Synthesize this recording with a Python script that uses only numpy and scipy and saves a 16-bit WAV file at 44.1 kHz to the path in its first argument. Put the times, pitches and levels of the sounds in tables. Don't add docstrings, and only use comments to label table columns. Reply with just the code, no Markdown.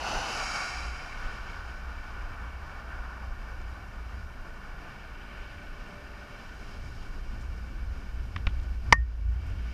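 import sys
import numpy as np
from scipy import signal
from scipy.fft import rfft, irfft, next_fast_len
from scipy.io import wavfile
from scipy.ndimage import uniform_filter1d

SR = 44100
rng = np.random.default_rng(int(sys.argv[2]) if len(sys.argv) > 2 else 0)


def makeup_ratio(level_db):
    decades = np.asarray(level_db, float) / 20
    return 10 ** decades


def transcribe(signal):
    frames = np.atleast_2d(signal).T
    limited = np.clip(frames, -1, 1)
    pcm = np.round(limited * 32767).astype(np.int16)
    wavfile.write(sys.argv[1], SR, pcm)


N = 429093
TIME = np.arange(N) / SR
SIZE = next_fast_len(N)
HZ = np.maximum(np.fft.rfftfreq(SIZE, 1 / SR), 1)
TOP_HZ = 15000


# centre t/s, length t/s
HANDOVERS = [
    (.35, .3),
    (1.05, .3),
]


def road():
    turned, far = [np.clip(.5 + (TIME - s) / length, 0, 1) for s, length in HANDOVERS]
    side, rear = pickup_passing()
    pickup = np.sqrt(1 - turned) * side + np.sqrt(turned) * rear
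    return np.sqrt(1 - far) * pickup + np.sqrt(far) * far_traffic() + tread_whine()


# f/Hz, level per Hz/dB
SIDE_TYRES = [(100, -4.5), (300, -7.5), (500, -3.5), (800, 8), (1500, -13), (2500, -7.5), (3400, -14.5),
              (5000, -11), (7000, -19), (10000, -32), (15500, -45)]
# f/Hz, level per Hz/dB
REAR_TYRES = [(100, -5), (300, -13), (500, -11), (800, -1), (1500, 0.5), (2500, 0), (3400, -11.5),
              (5000, -9), (7000, -11.5), (10000, -20.5), (15500, -46)]
# f/Hz, width f/Hz, far traffic level/dB, pickup's side level/dB
HOUSING = [(700, 159.4, 2, -0.5), (1197, 450, 10.5, 5.5), (1297, 16, -11, 8), (1490, 236, 18.5, 15.5),
           (1778, 203, 10.5, 0.5), (2010, 105, -5, -2), (2280, 215, 8.5, -6), (2480, 130, -5, -4),
           (2680, 200, -1, 4.5), (2986, 200, -8.5, 6), (3100, 70, 5.5, 2), (3190, 220, -1.5, -6),
           (3540, 180, 4.5, -6), (3980, 180, 4.5, -6), (4964, 980, 10, -0.5), (5690, 270, 5, -10),
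           (5900, 200, -0.5, 10.5), (6640, 420, 4.5, -1), (8150, 1100, -1, -7), (9800, 860, 2.5, 5)]
# f/Hz, width f/Hz, level/dB
HOUSING_REAR = [(730, 78, 7.5), (1154, 131, 5.5), (1442, 230, 11), (1820, 90, 5.5), (1980, 130, -9.5),
                (2270, 230, 10.5), (2720, 130, 7), (3075, 85, 12), (3380, 300, 0), (3960, 130, 10.5),
                (4800, 400, 11), (5460, 720, 9), (6200, 280, -5), (6580, 340, 7.5), (8900, 900, -3),
                (10300, 1200, 3)]
SIDE_BALANCE = [-4, 3.5, -0.2, -4]
REAR_BALANCE = [-10, 4.5, -2.5, -1]


def pickup_passing():
    housing_side = [(hz, width, side_db) for hz, width, far_db, side_db in HOUSING]
    close_size = 65536
    side = tyres(pickup_levels(SIDE_BALANCE), SIDE_TYRES, housing_side, patchy_db=.7, size=close_size)
    rear = tyres(pickup_levels(REAR_BALANCE), REAR_TYRES, HOUSING_REAR, patchy_db=.45, size=close_size)
    return side, rear


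# t/s, tyre level/dB
PICKUP = [(0.0, -44), (0.12, -38.5), (0.24, -41), (0.4, -38.5), (0.5, -39.5), (0.62, -40.5), (0.8, -43.5),
          (0.95, -47), (1.2, -48)]
DULLING = [8.5, -5.5, 5.5, -11]


def pickup_levels(balance_db):
    level_db, = in_time(PICKUP)
    draws_away_s = .5
    away = np.clip(TIME - draws_away_s, 0, 1)
    return [level_db + db + change * away for db, change in zip(balance_db, DULLING)]


# f/Hz, level per Hz/dB
FAR_TYRES = [(100, 9), (200, 9), (450, -3), (800, -7), (1500, -20.5), (2300, -9.5), (3000, -3), (3400, -19),
             (5000, -22), (7000, -26), (10000, -34), (15500, -49)]


def far_traffic():
    housing_far = [(hz, width, far_db) for hz, width, far_db, side_db in HOUSING]
    return tyres(traffic_levels(), FAR_TYRES, housing_far, patchy_db=0.68, size=SIZE)


ROAD_HZ = [300, 1200, 2600, 5000]
ROAR = [-55, -60, -61, -65]
ROAR_RISE = [0.62, .05, .05, 0.12]
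RECEDING = [-58.5, -41, -51.5, -55]
AIR_LOSS = [3, 0.97, 4.6, 8.2]
# nearest t/s, half length t/s, level/dB, centre of hiss f/Hz
PASSES = [(1.2, 0.21, -46, 1310), (2.347, 0.41, -46.5, 1190), (3.006, 0.24, -43.5, 1260),
          (3.8, 0.26, -62, 300), (4.8, 0.52, -50, 1280), (5.33, 0.46, -54.5, 2400), (6.4, 0.68, -52, 1300),
          (6.35, 0.67, -58, 2670), (6.75, 0.43, -61, 4600), (7.8, 0.16, -58.5, 1350),
          (9.4, 0.2, -53.5, 900), (9.7, .25, -56.5, 2600)]


def traffic_levels():
    spread_db, alongside_s = 6, .3
    fall_db, width_db = 19.5, 20.5
    t = TIME[::64]
    gone = np.maximum(t, .5)
    spread = spread_db * np.log10((gone - alongside_s) / (1 - alongside_s))
    out = []
    for hz, roar, rise, tail, loss in zip(ROAD_HZ, ROAR, ROAR_RISE, RECEDING, AIR_LOSS):
        power = makeup_ratio(2 * (roar + rise * (t - 5)))
        power += makeup_ratio(2 * (tail - loss * (gone - 1) - spread))
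        for s, half, db, centre_hz in PASSES:
            off_centre_db = width_db * np.log2(hz / centre_hz) ** 2
            distance_db = fall_db * np.log10(1 + ((t - s) / half) ** 2)
            power += makeup_ratio(2 * (db - off_centre_db - distance_db))
        out.append(np.interp(TIME, t, 10 * np.log10(power)))
    return out


# t/s, f/Hz, level/dB
WHINE = [(4.9, 591, -75), (5.35, 585, -64.5), (5.65, 590, -64.5), (6.05, 586, -56.5), (6.35, 586, -61.5),
         (6.5, 588, -70), (6.8, 568, -62), (6.95, 566, -82)]
# t/s, f/Hz, level/dB
COARSE_TREAD = [(4.9, 404, -78), (5.3, 404, -68), (6.3, 400, -66), (7.0, 398, -70), (7.2, 397, -78)]


def tread_whine():
    out = np.zeros(N)
    for track, waver_db, rate in [(WHINE, 2.2, 5.0), (COARSE_TREAD, 2.0, 3.0)]:
        hz, level_db = in_time(track)
        tone = np.sin(2 * np.pi * np.cumsum(hz) / SR)
        out += np.sqrt(2) * makeup_ratio(level_db + waver_db * drift(rate)) * tone
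    return out


# low edge f/Hz, high edge f/Hz
ROAD_BANDS = [(150, 600), (600, 1950), (1950, 3350), (3350, 15000)]


def tyres(levels, spectrum, housing, patchy_db, size):
    freq = np.maximum(np.fft.rfftfreq(size, 1 / SR), 1)
    cavity_db = resonances(freq, housing, lambda db: db)
    colour = makeup_ratio(at_hz(spectrum, freq) + cavity_db) * (freq > 100) * (freq < TOP_HZ)
    share = [np.sum(colour[(freq > lo) & (freq < hi)] ** 2) / len(freq) for lo, hi in ROAD_BANDS]
    lift_db = [db - 10 * np.log10(s) for db, s in zip(levels, share)]
    noise = rfft(rng.standard_normal(size)) * colour
    octave, centres = np.log2(freq), np.log2(ROAD_HZ)
    together, out = drift(6.8), np.zeros(N)
    for mid in np.arange(6.5, 14.1, .5):
        place = np.interp(mid, centres, range(4))
        gain_db = sum(max(0, 1 - abs(place - k)) * lift_db[k][:size] for k in range(4))
        flicker_db = patchy_db * (1.23 * together + drift(25.0))[:size]
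        piece = irfft(noise * np.maximum(0, 1 - 2 * abs(octave - mid)), size)[:N]
        out[:size] += piece * makeup_ratio(gain_db + flicker_db)
    return out


# t/s, crack level/dB, crack length t/s, ring level/dB, signed push on the mount, push length t/s
KNOCKS = [
    (8.3617, -23, .004, -44, 0.055, 0.0015),
    (8.4688, -19.5, 0.0055, -33, 0.24, 0.0034),
    (8.9249, -1, 0.00588, -14.5, -0.22, 0.0004),
]
# f/Hz, level/dB, t60 t/s
HELD_SHELL = [(905, -23, 0.013), (1430, -3, 0.032), (1800, 4, 0.017), (2320, 0, 0.018), (2870, -7, 0.02),
              (4930, -22, .012), (5440, -30, .012)]
# f/Hz, level/dB, t60 t/s
FREE_SHELL = [(970, -35, 0.035), (1063, -8, 0.055), (1136, -0.5, 0.051), (1233, -3, 0.045),
              (1440, -7, 0.025), (1990, 4.5, 0.019), (1842, -2, .16), (2130, -13, 0.013),
              (2400, -17, 0.024), (3020, -33, .02), (3600, -25, 0.0061), (4070, -15, 0.018),
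              (4790, -6, 0.0067), (5600, -4.5, 0.007)]
# f/Hz, level/dB, t60 t/s
BODY = [(373, -18, 0.025), (590, -8, .03), (800, -23.5, 0.018)]
# f/Hz, level/dB, t60 t/s
MOUNT = [(58, -2, .14), (80, -5, .14), (130, -14, .08), (175, -9, .1), (235, -12, .07)]
# share of its length, level/dB
BOUNCES = [
    (.02, -0.5),
    (.42, -2.5),
    (.78, 0),
]


def knocks():
    out, after = np.zeros(N), np.arange(SR // 2) / SR
    dead_hz, dead_width_hz = 1620, 160
    notch = signal.iirnotch(dead_hz, dead_hz / dead_width_hz, fs=SR)
    shells = [HELD_SHELL, HELD_SHELL, FREE_SHELL]
    for (s, crack_db, length, ring_db, push, push_s), modes in zip(KNOCKS, shells):
        rattle = np.exp(-(after / length) ** 4)
        rattle += 0.78 * np.exp(-after / 0.00058) + 0.12 * np.exp(-after / 0.013)
        raw = rng.standard_normal(len(after)) * rattle + 1e-18
        contact = band(raw, 900, 6500 * makeup_ratio(.09 * crack_db))
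        short_modes = [(hz, db, .005) for hz, db, t60 in modes]
        crack = ring(contact, short_modes) + .5 * contact + 0.032 * raw

        blows = np.zeros(len(after))
        for share, db in BOUNCES:
            blows[round(share * length * SR)] += makeup_ratio(db)
        blows = band(-blows + 1e-18, 800, 6500)
        sound = makeup_ratio(crack_db) * crack / np.abs(crack).max() + makeup_ratio(ring_db) * ring(blows, modes)
        sound = signal.lfilter(*notch, sound)

        edge = signal.unit_impulse(len(after), round(BOUNCES[1][0] * length * SR)) + 1e-18
        snap = makeup_ratio(-15 + 1.8 * crack_db) * band(edge, 7000, TOP_HZ)
        sound += makeup_ratio(ring_db) * ring(edge, BODY) + snap
        sound += push * ring(np.exp(-after / push_s) / (push_s * SR), MOUNT)
        at = round(s * SR)
        out[at:at + len(after)] += sound[:N - at]
    return out


# t/s, buffeting level/dB
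GUST = [(0, -50), (.3, -41), (.9, -41.5), (1.25, -37), (1.75, -42.5), (2.1, -35), (2.55, -43.5),
        (3.5, -39.5), (4.1, -43.5), (4.7, -39.5), (5.25, -42.5), (5.8, -40.5), (6.4, -43.5), (7.3, -35),
        (7.65, -38.5), (7.9, -33.5), (8.25, -38.5), (9.73, -38.5)]
# f/Hz, level per Hz/dB
BUFFET = [(12, -15), (22, 1), (40, -3.5), (60, -23), (120, -26), (250, -51), (500, -77)]
# t/s, half length t/s, level over the wind/dB
EDDIES = [(.18, 0.037, 9), (.63, .05, -3), (1.26, 0.042, 0), (2.97, 0.047, 3), (3.33, 0.054, 0),
          (3.66, 0.059, 0), (4.41, 0.021, 6.5), (4.95, 0.045, 0), (5.67, 0.019, 7.5), (6.39, 0.041, -2),
          (7.11, 0.036, 1.5), (7.88, 0.066, -0.5), (8.58, .08, 4), (8.82, .05, -7), (9.18, 0.069, 6.5),
          (9.53, 0.062, 3)]
# f/Hz, width f/Hz, level/dB
LOW_MODE = [(58.5, 10, 0)]
# f/Hz, width f/Hz, level/dB
UPPER_MODES = [(80, 25, 9.5), (109.2, 14, -2.5)]
# t/s, half length t/s, level/dB
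ROCKS = [(.05, 0.12, -44.5), (.43, 0.095, -47.5), (.85, 0.067, -35), (1.45, 0.23, -46), (1.71, 0.042, -41),
         (1.9, 0.084, -39), (2.2, 0.072, -40.5), (2.44, 0.037, -36), (2.57, 0.077, -41), (2.97, 0.14, -40),
         (3.25, .07, -38), (3.53, 0.16, -42.5), (3.72, 0.11, -43), (4.08, 0.17, -40), (4.52, 0.072, -48),
         (5.13, 0.067, -47.5), (5.42, 0.073, -46.5), (6.1, 0.087, -47), (6.55, 0.1, -48),
         (6.85, 0.066, -44), (7.28, 0.089, -43.5), (7.48, 0.036, -34), (7.76, 0.21, -35),
         (8.2, 0.074, -34.5), (8.52, 0.091, -31.5), (8.74, 0.059, -29.5), (9.01, 0.067, -19),
         (9.27, 0.083, -24), (9.47, 0.04, -33), (9.64, 0.06, -31.5)]
# t/s, half length t/s, level/dB
JOLTS = [(.75, 0.1, -53), (1.6, 0.055, -46), (2.27, 0.15, -48), (2.65, 0.14, -48.5), (3.24, 0.084, -52),
         (3.75, 0.14, -47.5), (4.18, 0.1, -44.5), (5.58, 0.03, -47), (6.5, 0.046, -53), (6.9, 0.13, -45),
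         (7.38, .05, -43.5), (7.56, .05, -45), (7.92, .05, -42), (8.2, .07, -44.5), (8.42, 0.13, -40),
         (8.63, 0.057, -45), (8.96, 0.054, -26.5), (9.31, 0.062, -28.5), (9.5, 0.068, -34.5)]


def wind():
    gust_db, = in_time(GUST)
    swing_db = gust_db - gust_db.mean()
    buffet = coloured(makeup_ratio(at_hz(BUFFET, HZ)) * (HZ > 12) * (HZ < 500))
    out = buffet * makeup_ratio(gust_db) * np.sqrt(.5 + swells(EDDIES))
    for modes, shakes, rest_db, follows in [(LOW_MODE, ROCKS, -55, .4), (UPPER_MODES, JOLTS, -57, 0.37)]:
        power = makeup_ratio(2 * (rest_db + follows * swing_db)) + swells(shakes)
        out += np.sqrt(power) * boom(modes)
    return out


def boom(modes):
    x = coloured(resonances(HZ, modes, makeup_ratio))
    return rms_one(x / (uniform_filter1d(x ** 2, size=2600) + .15) ** .42)


# t/s, peak level/dB, length t/s, centre f/Hz
TICKS = [
    (3.616, -51, 0.0023, 6000),
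    (7.41, -51, .008, 6000),
    (7.418, -54, .007, 7500),
    (7.41, -64, .012, 2900),
    (8.377, -40, .008, 2800),
    (8.488, -43, .014, 3000),
    (8.599, -41, .003, 3000),
    (8.63, -52, .012, 5500),
    (9.465, -61, .012, 11000),
    (9.5, -61, 0.0065, 7000),
]


def ticks():
    out, after = np.zeros(N), np.arange(1500) / SR
    for s, peak_db, length, hz in TICKS:
        scuff = rng.standard_normal(1500) * np.exp(-(after / length) ** 2)
        out[round(s * SR):][:1500] += makeup_ratio(peak_db) * band(scuff, hz / 1.5, hz * 1.22)
    return out


# multiple of its base f, rms level/dB
ELECTRONICS = [(1, -86), (2, -80), (3, -87), (4, -81.5), (5, -84.5)]


def preamp_noise():
    circuit_hz, pictures_per_s = 2926.1, 29.97
    since_picture = TIME % (1 / pictures_per_s)
    hiss = makeup_ratio(-72) * coloured(1 / (1 + (HZ / 12000) ** 2) * (HZ < TOP_HZ))
    return hiss + sum(np.sqrt(2) * makeup_ratio(db) * np.sin(2 * np.pi * k * circuit_hz * since_picture)
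                      for k, db in ELECTRONICS)


def gain_control(x):
    limit_db, duck_share, recover_db_s, attack_s = -14, 0.57, 28, 0.012
    over_db = np.maximum(20 * np.log10(np.abs(x[0]) + 1e-9) - limit_db, 0)
    held_db = np.maximum.accumulate(over_db + recover_db_s * TIME) - recover_db_s * TIME
    lag = np.exp(-1 / (attack_s * SR))
    duck_db = duck_share * signal.lfilter([1 - lag], [1, -lag], held_db)
    return x * makeup_ratio(-duck_db)


def rms_one(x):
    return x / np.sqrt(np.mean(x ** 2) + 1e-20)


def in_time(rows):
    s, *columns = np.transpose(rows)
    return [np.interp(TIME, s, c) for c in columns]


def at_hz(points, hz):
    point_hz, level_db = np.transpose(points)
    return np.interp(np.log(hz), np.log(point_hz), level_db)


def resonances(freq, modes, scale):
    return sum(scale(db) / (1 + (2 * (freq - hz) / width) ** 2) for hz, width, db in modes)


def drift(rate):
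    r = np.exp(-128 * np.pi * rate / SR)
    slow = signal.lfilter([1], [1, -2 * r, r * r], rng.standard_normal(N // 64 + 2002))[2000:]
    return np.interp(np.arange(N) / 64, np.arange(len(slow)), rms_one(slow - slow.mean()))


def coloured(gain):
    return rms_one(irfft(rfft(rng.standard_normal(SIZE)) * gain, SIZE)[:N])


def band(x, low_hz, high_hz):
    return signal.sosfilt(signal.butter(2, [low_hz, high_hz], "band", fs=SR, output="sos"), x)


def ring(push, modes):
    out = 0
    for hz, level_db, t60 in modes:
        r, w = makeup_ratio(-60 / (t60 * SR)), 2 * np.pi * hz / SR
        out = out + makeup_ratio(level_db) * signal.lfilter([0, np.sin(w)], [1, -2 * r * np.cos(w), r * r], push)
    return out


def swells(rows):
    power = np.zeros(N)
    for s, half, db in rows:
        a, b = max(int((s - 3 * half) * SR), 0), int((s + 3 * half) * SR)
        power[a:b] += makeup_ratio(2 * db) * np.exp(-((TIME[a:b] - s) / half) ** 2)
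    return power


def scene():
    return (road() + knocks() + wind() + ticks())[None]


def roll_off(x):
    return signal.sosfilt(signal.butter(12, 15970, fs=SR, output="sos"), x)


def record(dry):
    mix = np.clip(gain_control(dry + preamp_noise()), -1, 1)
    return roll_off(mix)


dry = scene()
out = record(dry)
transcribe(out)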